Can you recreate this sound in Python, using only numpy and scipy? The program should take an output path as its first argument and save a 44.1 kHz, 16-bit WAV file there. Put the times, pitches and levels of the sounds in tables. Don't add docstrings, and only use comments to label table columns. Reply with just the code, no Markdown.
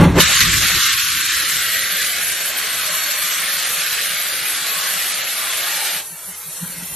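import sys
import numpy as np
from scipy import signal
from scipy.fft import rfft, irfft, next_fast_len
from scipy.io import wavfile
from scipy.ndimage import uniform_filter1d

SR = 44100
rng = np.random.default_rng(int(sys.argv[2]) if len(sys.argv) > 2 else 0)


def invert_db(level):
    return 10 ** (np.asarray(level, dtype=float) / 20)


def store_pcm(level_fs):
    pcm = np.round(np.clip(level_fs, -1, 1) * 32767).astype(np.int16)
    wavfile.write(sys.argv[1], SR, np.atleast_2d(pcm).T)


N = 306495

# time [s], roar level [dB].
FLOW = [(.2, -15.5), (.27, -17.5), (.36, -16.5), (.5, -17.5), (.9, -17), (1.05, -21.5), (1.35, -21.5),
        (1.85, -23), (2.1, -24.5), (2.5, -25.5), (2.95, -23.5), (4.0, -23.5), (4.47, -25.5), (4.9, -23.5),
        (5.35, -26), (5.88, -23), (6.0, -30)]
# start [s], extra level [dB], decay [s].
POPS = [
    (0.202, 11.5, 0.018),
    (.405, 8.5, 0.016),
]
# centre [s], extra level [dB], half length [s].
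FLUTTERS = [(0.33, 2.5, .02), (0.423, 1.5, 0.013), (0.602, -4, 0.012), (0.664, 1, 0.027),
            (0.963, -4, 0.014), (0.992, 1, 0.0083), (1.32, 1.5, 0.019), (2.036, 3.5, 0.043),
            (4.067, 0.5, 0.02), (5.827, -3.5, 0.018), (5.973, 1, .015)]
# centre [s], peak [dB], half length [s].
PUFFS = [
    (0.19, -41, 0.017),
    (0.308, -28.5, 0.034),
    (0.626, -33.5, 0.018),
    (0.706, -35.5, 0.035),
    (0.777, -39, 0.013),
    (1.046, -56, 0.029),
    (1.178, -49, 0.09),
]
# time [s], level [dB].
SIDE_RUSH = [(0, -38), (.15, -48), (.21, -21), (.3, -38), (.5, -30.5), (.8, -38), (1.0, -48), (1.4, -54)]
# time [s], first notch [Hz], echo share [0-1].
GROUND = [(.2, 650, 0), (.7, 700, 0), (1.1, 740, 0.19), (1.35, 920, 0.35), (1.5, 870, 0.6),
          (1.78, 900, 0.66), (2.1, 1057, 0.64), (2.4, 900, 0.25), (2.85, 990, 0.25), (3.5, 925, 0.27),
          (3.8, 880, 0), (4.05, 1000, 0.46), (4.4, 930, 0.18), (5.25, 980, 0.17), (5.6, 910, 0)]
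# frequency [Hz], density [dB per Hz].
JET_ROAR = [(500, -46.5), (800, -29), (1100, -7), (1500, -1), (2200, -0.5), (3200, -1.5), (4300, -2.5),
            (4800, -1), (5300, -8)]
# frequency [Hz], density [dB per Hz].
JET_EDGE = [(4500, -22), (5100, 1.5), (6200, 1), (7500, 1), (8200, -2)]
# frequency [Hz], density [dB per Hz].
JET_TOP = [(7200, -44), (7900, -6.5), (10000, -2.5), (10400, -4.5), (11700, 2), (12200, -4), (13100, -1.5)]
# frequency [Hz], density [dB per Hz].
JET_BODY = [(150, -8.5), (300, -9.5), (450, -3.5), (600, 2.5), (900, 0), (1100, -36), (1500, -18)]
# centre [s], peak [dB], half length [s], pitch [Hz].
BAND_SWELLS = [
    (3.1, -38.5, 0.65, 1130),
    (4.8, -37, 0.17, 1150),
    (5.8, -38, 0.17, 826),
    (1.27, -48.5, 0.22, 310),
    (5.45, -37.5, 0.12, 1175),
]
# frequency [Hz], level [dB], roughness [0-1].
CHIMNEY = [(169.6, 2.5, 0.37), (270.7, -4, 0.72), (385, -18.5, 1), (555, -17, 0.94), (869, -15.5, 0.66)]
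# time [s],
# peak [dB].
BEATS = [(.025, -5.5), (.075, -9), (.165, -19), (.195, -13.5), (.481, -34), (.563, -29), (.7, -46),
         (.765, -40), (6.638, -28.5), (6.705, -38), (6.795, -37), (6.834, -35), (6.935, -38),
         (.88, -50), (1.076, -48), (1.188, -41), (1.405, -54), (1.583, -46), (1.74, -53), (1.947, -46),
              (2.048, -65), (2.224, -59), (2.431, -51), (2.6, -56), (2.76, -48), (2.927, -44),
              (3.076, -47.5), (3.252, -47), (3.408, -41), (3.568, -46), (3.782, -48), (3.9, -56),
              (4.126, -46), (4.26, -50), (4.44, -46), (4.635, -46), (4.784, -47), (4.967, -45), (5.14, -52),
              (5.338, -60), (5.429, -51), (5.62, -52), (5.781, -52), (5.966, -43), (6.139, -47),
              (6.297, -42), (6.486, -48)]
# time [s], machinery [dB], leak [dB].
WORKS = [(0, -17, -36), (.04, -18.5, -31), (.09, -26.5, -40), (.14, -31, -41), (.19, -12.5, -43),
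         (.24, -64, -59), (5.95, -40, -25.5), (6.02, -45.5, -33.5), (6.35, -45.5, -34), (6.42, -44, -34),
         (6.49, -44.5, -32), (6.63, -42.5, -30.5), (6.8, -41, -33), (6.95, -42.5, -30)]
# frequency [Hz], density [dB per Hz].
NEAR_WORKS = [(250, -2), (400, -3), (1000, -6), (2000, -12), (4000, -20), (6000, -24.5), (9000, -34),
              (13000, -51)]
# frequency [Hz], density [dB per Hz].
FAR_WORKS = [(150, -17), (400, -2.5), (1300, 1.5), (2800, 0.5), (3700, -12.5), (4500, -2), (6000, -11),
             (7500, -28)]
# frequency [Hz], density [dB per Hz].
LEAK = [(3000, -12), (5200, -12.5), (7500, -11), (9000, -4.5), (10000, -3.5), (12500, -2.5), (13100, -13)]
# time [s], level [dB].
WIND = [(0, -18), (.166, -18), (.26, -35), (.33, -39), (.36, -31), (.385, -48), (.42, -24), (.5, -28),
        (.64, -29.5), (.7, -38), (.76, -29), (.82, -44.5), (1.6, -45.5), (2.3, -54.5), (4.5, -56.5),
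        (6.4, -60), (6.63, -57), (6.95, -49)]
# frequency [Hz], density [dB per Hz].
BUFFET = [(15, -39), (45, -8.5), (80, -6), (130, -7.5), (200, -12.5), (300, -19), (500, -27)]
# frequency [Hz], side minus mid [dB].
WIDTH = [(20, -28), (150, -35.5), (400, -23), (600, -7.5), (1250, 0.5), (1600, -16), (2200, -21.5),
         (3300, -16), (4000, -5), (5500, -2.5), (8000, 0), (12000, -3)]
# frequency [Hz], level against the moment's loudness [dB].
MASKED = [(20, -60), (300, -32), (600, -16), (1000, -14), (2000, -9.5), (3200, -10.5), (4000, -12),
          (5600, -12), (7500, -13), (14000, -13)]
# start [s], length [s].
DIP_SILENT = [(.05, .07), (2.17, .25), (2.53, .13), (5.17, .12), (5.94, .06), (6.62, .31)]
# start [s], length [s].
TOP_SILENT = [(1.84, .09), (4.14, .09), (4.68, .05), (5.19, .09)]
# start [s], length [s].
EARLY_SILENT = [(.04, .09)]
# start [s], length [s], centre [Hz].
THIN_GAPS = [(6.05, .12, 5350), (6.07, .09, 5980), (6.1, .07, 5600), (6.06, .18, 3900), (6.07, .1, 3400),
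             (6.12, .12, 3050), (6.06, .06, 1700), (6.27, .1, 3350), (6.3, .12, 2350), (6.27, .17, 4230),
             (6.36, .2, 3020), (6.43, .06, 5300), (6.47, .05, 3380), (6.63, .13, 5330), (6.68, .14, 3280)]
# start [s], length [s], low [Hz], high [Hz].
HOLLOW_SILENT = [(.74, .1, 560, 720), (.81, .08, 420, 900), (.87, .05, 560, 1080), (.9, .14, 560, 920),
                 (1.02, .14, 560, 680), (1.08, .08, 680, 950), (1.16, .16, 600, 720), (1.22, .1, 920, 1000),
                 (1.31, .09, 700, 970), (1.7, .15, 800, 1000), (1.86, .13, 910, 1050),
                 (2.03, .14, 910, 1050), (3.98, .1, 970, 1080), (6.63, .2, 10250, 10500)]

LIFT_DB_PER_S, SEAT_DB_PER_S = 551, 480
EDGE_DB, EDGE_SAG_DB_PER_S = -5.5, 0.4
TOP_DB, TOP_FOLLOWS, TOP_FADES_S, TOP_FADE_DB_PER_S = -24.5, 0.15, 4.74, 3
BODY_DB, HOLLOW_DB, FILLS_S, FILL_S = -37, -16.5, 1.29, 0.21
CRACKLE_DB, CRACKLE_PER_S = 0.9, 200
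BAND_HALF_WIDTH = 0.14
LULL_DB = 2
COLOUR_DIP_HZ, COLOUR_DIP_WIDTH_HZ = 4900, 210
DIP_WANDER_HZ, DIP_HALF_HZ = 80, 150
FRAME, FRAME_START = 1024, 201
STREAK_DB = 3.0
DIP_SILENT_HZ, TOP_SILENT_HZ, EARLY_SILENT_HZ = (4730, 5100), (7900, 9900), (10300, 12000)
THIN_HALF_HZ = 75
FAINT_SIDE_HZ, FAINT_SIDE_DB = 450, -18
STARVED_FROM_HZ, STARVED_BAND_HZ = 7580, 689
STARVED_PERCENT = (21, 46)


def in_time(rows):
    s, *columns = np.transpose(rows)
    return [np.interp(np.arange(N) / SR, s, c) for c in columns]


def at_hz(points, hz):
    points = np.array(points)
    return np.interp(np.log(hz), np.log(points[:, 0]), points[:, 1], left=-90, right=-90)


def bumps(rows):
    s, _, half_s = np.transpose(rows)[:, :, None]
    return np.exp(-((np.arange(N) / SR - s) / half_s) ** 2)


def drift(rate_hz):
    r = np.exp(-80 * np.pi * rate_hz / SR)
    slow = signal.lfilter([1], [1, -2 * r, r * r], rng.standard_normal(N // 40 + 2002))[2000:]
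    return np.interp(np.arange(N) / 40, np.arange(len(slow)), slow / np.std(slow))


def turbulence(spectrum, patchy_db, flicker_hz, wide_db=0.0, count=5):
    size = next_fast_len(N)
    hz = np.arange(1, size // 2 + 2) * SR / size
    width_hz, width_db = np.transpose(WIDTH)
    side_db = wide_db + np.interp(np.log(hz), np.log(width_hz), width_db)
    colour = invert_db(at_hz(spectrum, hz) + np.array([[0], [1]]) * side_db)
    lines = rfft(rng.standard_normal((2, size))) * colour
    low_hz, high_hz = spectrum[0][0], spectrum[-1][0]
    place = np.clip(np.log(hz / low_hz) / np.log(high_hz / low_hz), 0, 1) * (count - 1)
    out, together = 0, drift(flicker_hz / 2)
    for k in range(count):
        band = irfft(lines * np.clip(1 - abs(place - k), 0, 1), size)[:, :N]
        out = out + band * invert_db(patchy_db * (0.34 * together + drift(flicker_hz)))
    return out / np.std(out[0])


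def safety_valve():
    t = np.arange(N) / SR
    slam_db = sum(db * np.exp(-np.clip(t - s, 0, 1) / decay_s) * (t > s) for s, db, decay_s in POPS)
    common = invert_db(slam_db + CRACKLE_DB * drift(CRACKLE_PER_S))
    roar, edge, top, body = jet_levels(t) * common
    low = roar * turbulence(JET_ROAR, 0.26, 11.5, count=4)
    low = low + body * invert_db(-4) * turbulence(JET_BODY, 0.74, 1.9, count=2)
    notch_hz, share = in_time(GROUND)
    low[0] = ground_echo(low[0], notch_hz, share)
    rush = turbulence([(30, 2), (200, 0), (500, 1.5), (900, -6)], 1.7, 17.0, count=2)[0]
    low[1] += invert_db(in_time(SIDE_RUSH)[0]) * (t < SIDE_RUSH[-1][0]) * rush
    edge_hiss = edge * turbulence(JET_EDGE, 1.77, 18.0, count=2)
    top_hiss = top * turbulence(JET_TOP, 1.65, 23.0, count=4)
    return low + edge_hiss + top_hiss


def jet_levels(t):
    gate_db = -LIFT_DB_PER_S * np.clip(FLOW[0][0] - t, 0, None)
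    gate_db = gate_db - SEAT_DB_PER_S * np.clip(t - FLOW[-1][0], 0, None)
    flow_db = in_time(FLOW)[0] + np.array(FLUTTERS)[:, 1] @ bumps(FLUTTERS)
    edge_db = flow_db + EDGE_DB - EDGE_SAG_DB_PER_S * t
    top_db = TOP_DB + TOP_FOLLOWS * (flow_db - FLOW[-2][1])
    top_db = top_db - TOP_FADE_DB_PER_S * np.clip(t - TOP_FADES_S, 0, None)
    body_db = BODY_DB + HOLLOW_DB * (1 - np.tanh((t - FILLS_S) / FILL_S)) / 2
    roar, edge, top, body = invert_db(np.array([flow_db, edge_db, top_db, body_db]) + gate_db)
    puffs = invert_db(np.array(PUFFS)[:, 1]) @ bumps(PUFFS)
    return np.array([roar, edge, top, body + puffs])


def ground_echo(x, notch_hz, share):
    dull = signal.sosfiltfilt(signal.butter(2, 1900.0, fs=SR, output="sos"), x)
    return x + share * np.interp(np.arange(N) - SR / (2 * notch_hz), np.arange(N), dull)


def band_swells():
    out = 0
    for s, db, half_s, hz in BAND_SWELLS:
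        resonance = [(hz * (1 - BAND_HALF_WIDTH), -8), (hz, 0), (hz * (1 + BAND_HALF_WIDTH), -8)]
        swell = invert_db(db) * bumps([(s, db, half_s)])[0]
        out = out + swell * turbulence(resonance, 1.0, 14.0, count=2)
    return out


def exhaust():
    t, swell = np.arange(N) / SR, np.zeros(N)
    for s, db in BEATS:
        near = slice(max(int((s - 0.1) * SR), 0), int((s + 0.3) * SR))
        late_s = t[near] - s
        rise = np.exp(-(late_s / 0.03) ** 2)
        fall = np.exp(-(np.clip(late_s, 0, None) / 0.022) ** 1.3)
        swell[near] += invert_db(db) * np.where(late_s < 0, rise, fall)
    upper = invert_db(np.where(t < 0.3, 1.5, -15.0))
    out = np.zeros(N)
    for k, (hz, db, rough) in enumerate(CHIMNEY):
        phase = np.cumsum(2 * np.pi * hz * (1 + 0.0392 * drift(26.0)) / SR)
        rasp = 1 - rough + rough * drift(35.0)
        out += invert_db(db) * np.sin(phase) * rasp * (upper if k else 1)
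    return swell * upper, swell * out * invert_db(3.0)


def machinery(swell):
    works_db, leak_db = in_time(WORKS)
    far = turbulence(FAR_WORKS, 1.0, 24.0, wide_db=-11, count=4)
    far[0] += 0.031 * np.roll(far[0], round(0.00206 * SR))
    near = turbulence(NEAR_WORKS, 1.3, 6.0, wide_db=-12.0, count=2)
    works = invert_db(works_db + 2.5) * np.where(np.arange(N) < 0.23 * SR, near, far)
    leaks = invert_db(leak_db) * turbulence(LEAK, 1.5, 16.0, count=3)
    return works + invert_db(-37.0) * swell * near + leaks


def wind():
    gust_db = in_time(WIND)[0] + LULL_DB * drift(11.0) + 1.0
    return invert_db(gust_db) * turbulence(BUFFET, 1.8, 19.0, wide_db=13.0, count=2)


def scene():
    swell, chimney = exhaust()
    mid, side = safety_valve() + band_swells() + machinery(swell) + wind()
    mid = mid + chimney
    side = side + invert_db(-32) * np.roll(chimney, 60)
    return np.array([mid + side, mid - side])


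def mute(heard, hz, t, start_s, length_s, low_hz, high_hz):
    heard &= ~np.outer((hz > low_hz) & (hz < high_hz), (t > start_s) & (t < start_s + length_s))


def fed_bands(quiet):
    luck = rng.standard_normal((2, 10, len(quiet)))
    luck = (luck + np.roll(luck, 1, axis=2) + 0.2 * np.roll(luck, 2, axis=2)
            + 0.4 * np.roll(luck, 1, axis=1))
    luck[:, 8:] += 1.2
    luck[:, :, quiet] += np.array([1.2, -0.6])[:, None, None]
    fed = np.array([v > np.percentile(v, percent) for v, percent in zip(luck, STARVED_PERCENT)])
    fed[:, 0] = True
    return fed


def spectral_gate(left_right):
    left, right = left_right
    lead = FRAME - FRAME_START
    pair = np.pad(np.array([left + right, left - right]) / 2, ((0, 0), (lead, 0)))
    window = signal.windows.kaiser_bessel_derived(2 * FRAME, 4 * np.pi)
    hz, t, lines = signal.stft(pair, SR, window, nperseg=2 * FRAME, noverlap=FRAME)
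    t = t - lead / SR

    streaks = uniform_filter1d(rng.standard_normal(lines.shape), size=3, axis=1)
    streaks = uniform_filter1d(streaks, size=5, axis=2)
    frame_level = abs(lines[0]).mean(axis=0)
    quiet = frame_level < 0.5 * np.median(frame_level)
    streak_db = STREAK_DB * np.where(quiet, 1.25, 0.85) * streaks / streaks.std()
    lines = lines * invert_db(streak_db * (hz > 250)[:, None])

    power = uniform_filter1d(uniform_filter1d(abs(lines) ** 2, size=3, axis=1), size=3, axis=2)
    loudness = power[0, (hz > 4000) & (hz < 13000)].mean(axis=0)
    heard = power > loudness * invert_db(2 * at_hz(MASKED, hz + 21))[:, None]
    low = hz < 1000
    heard[1, low] |= abs(lines[1, low]) > abs(lines[0, low])
    faint = hz < FAINT_SIDE_HZ
    heard[1, faint] &= power[1, faint].mean(axis=0) > loudness * invert_db(2 * FAINT_SIDE_DB)

    for spells, band_hz in ((DIP_SILENT, DIP_SILENT_HZ), (TOP_SILENT, TOP_SILENT_HZ),
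                            (EARLY_SILENT, EARLY_SILENT_HZ)):
        for start_s, length_s in spells:
            mute(heard, hz, t, start_s, length_s, *band_hz)
    for start_s, length_s, gap_hz in THIN_GAPS:
        mute(heard, hz, t, start_s, length_s, gap_hz - THIN_HALF_HZ, gap_hz + THIN_HALF_HZ)
    for start_s, length_s, low_hz, high_hz in HOLLOW_SILENT:
        mute(heard[0], hz, t, start_s, length_s, low_hz, high_hz)

    frames = np.clip(t * SR, 0, N - 1).astype(int)
    gap_hz = COLOUR_DIP_HZ + DIP_WANDER_HZ * drift(3)[frames]
    heard &= abs(hz[:, None] - gap_hz) > DIP_HALF_HZ * drift(5)[frames]

    band = np.clip((hz - STARVED_FROM_HZ) // STARVED_BAND_HZ + 1, 0, 9).astype(int)
    kept = lines * heard * fed_bands(quiet)[:, band]
    gated = signal.istft(kept, SR, window, nperseg=2 * FRAME, noverlap=FRAME)[1]
    mid, side = gated[:, lead:][:, :N]
    return np.array([mid + side, mid - side])


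def roll_off(x):
    return signal.sosfilt(signal.butter(12, 13010, fs=SR, output="sos"), x)


def record(dry):
    b, a = signal.iirnotch(COLOUR_DIP_HZ, COLOUR_DIP_HZ / COLOUR_DIP_WIDTH_HZ, SR)
    dipped = signal.lfilter(b, a, signal.lfilter(b, a, dry))
    rounded = 0.95 * np.tanh(dipped / 0.93)
    return roll_off(spectral_gate(rounded))


dry = scene()
out = record(dry)
store_pcm(out)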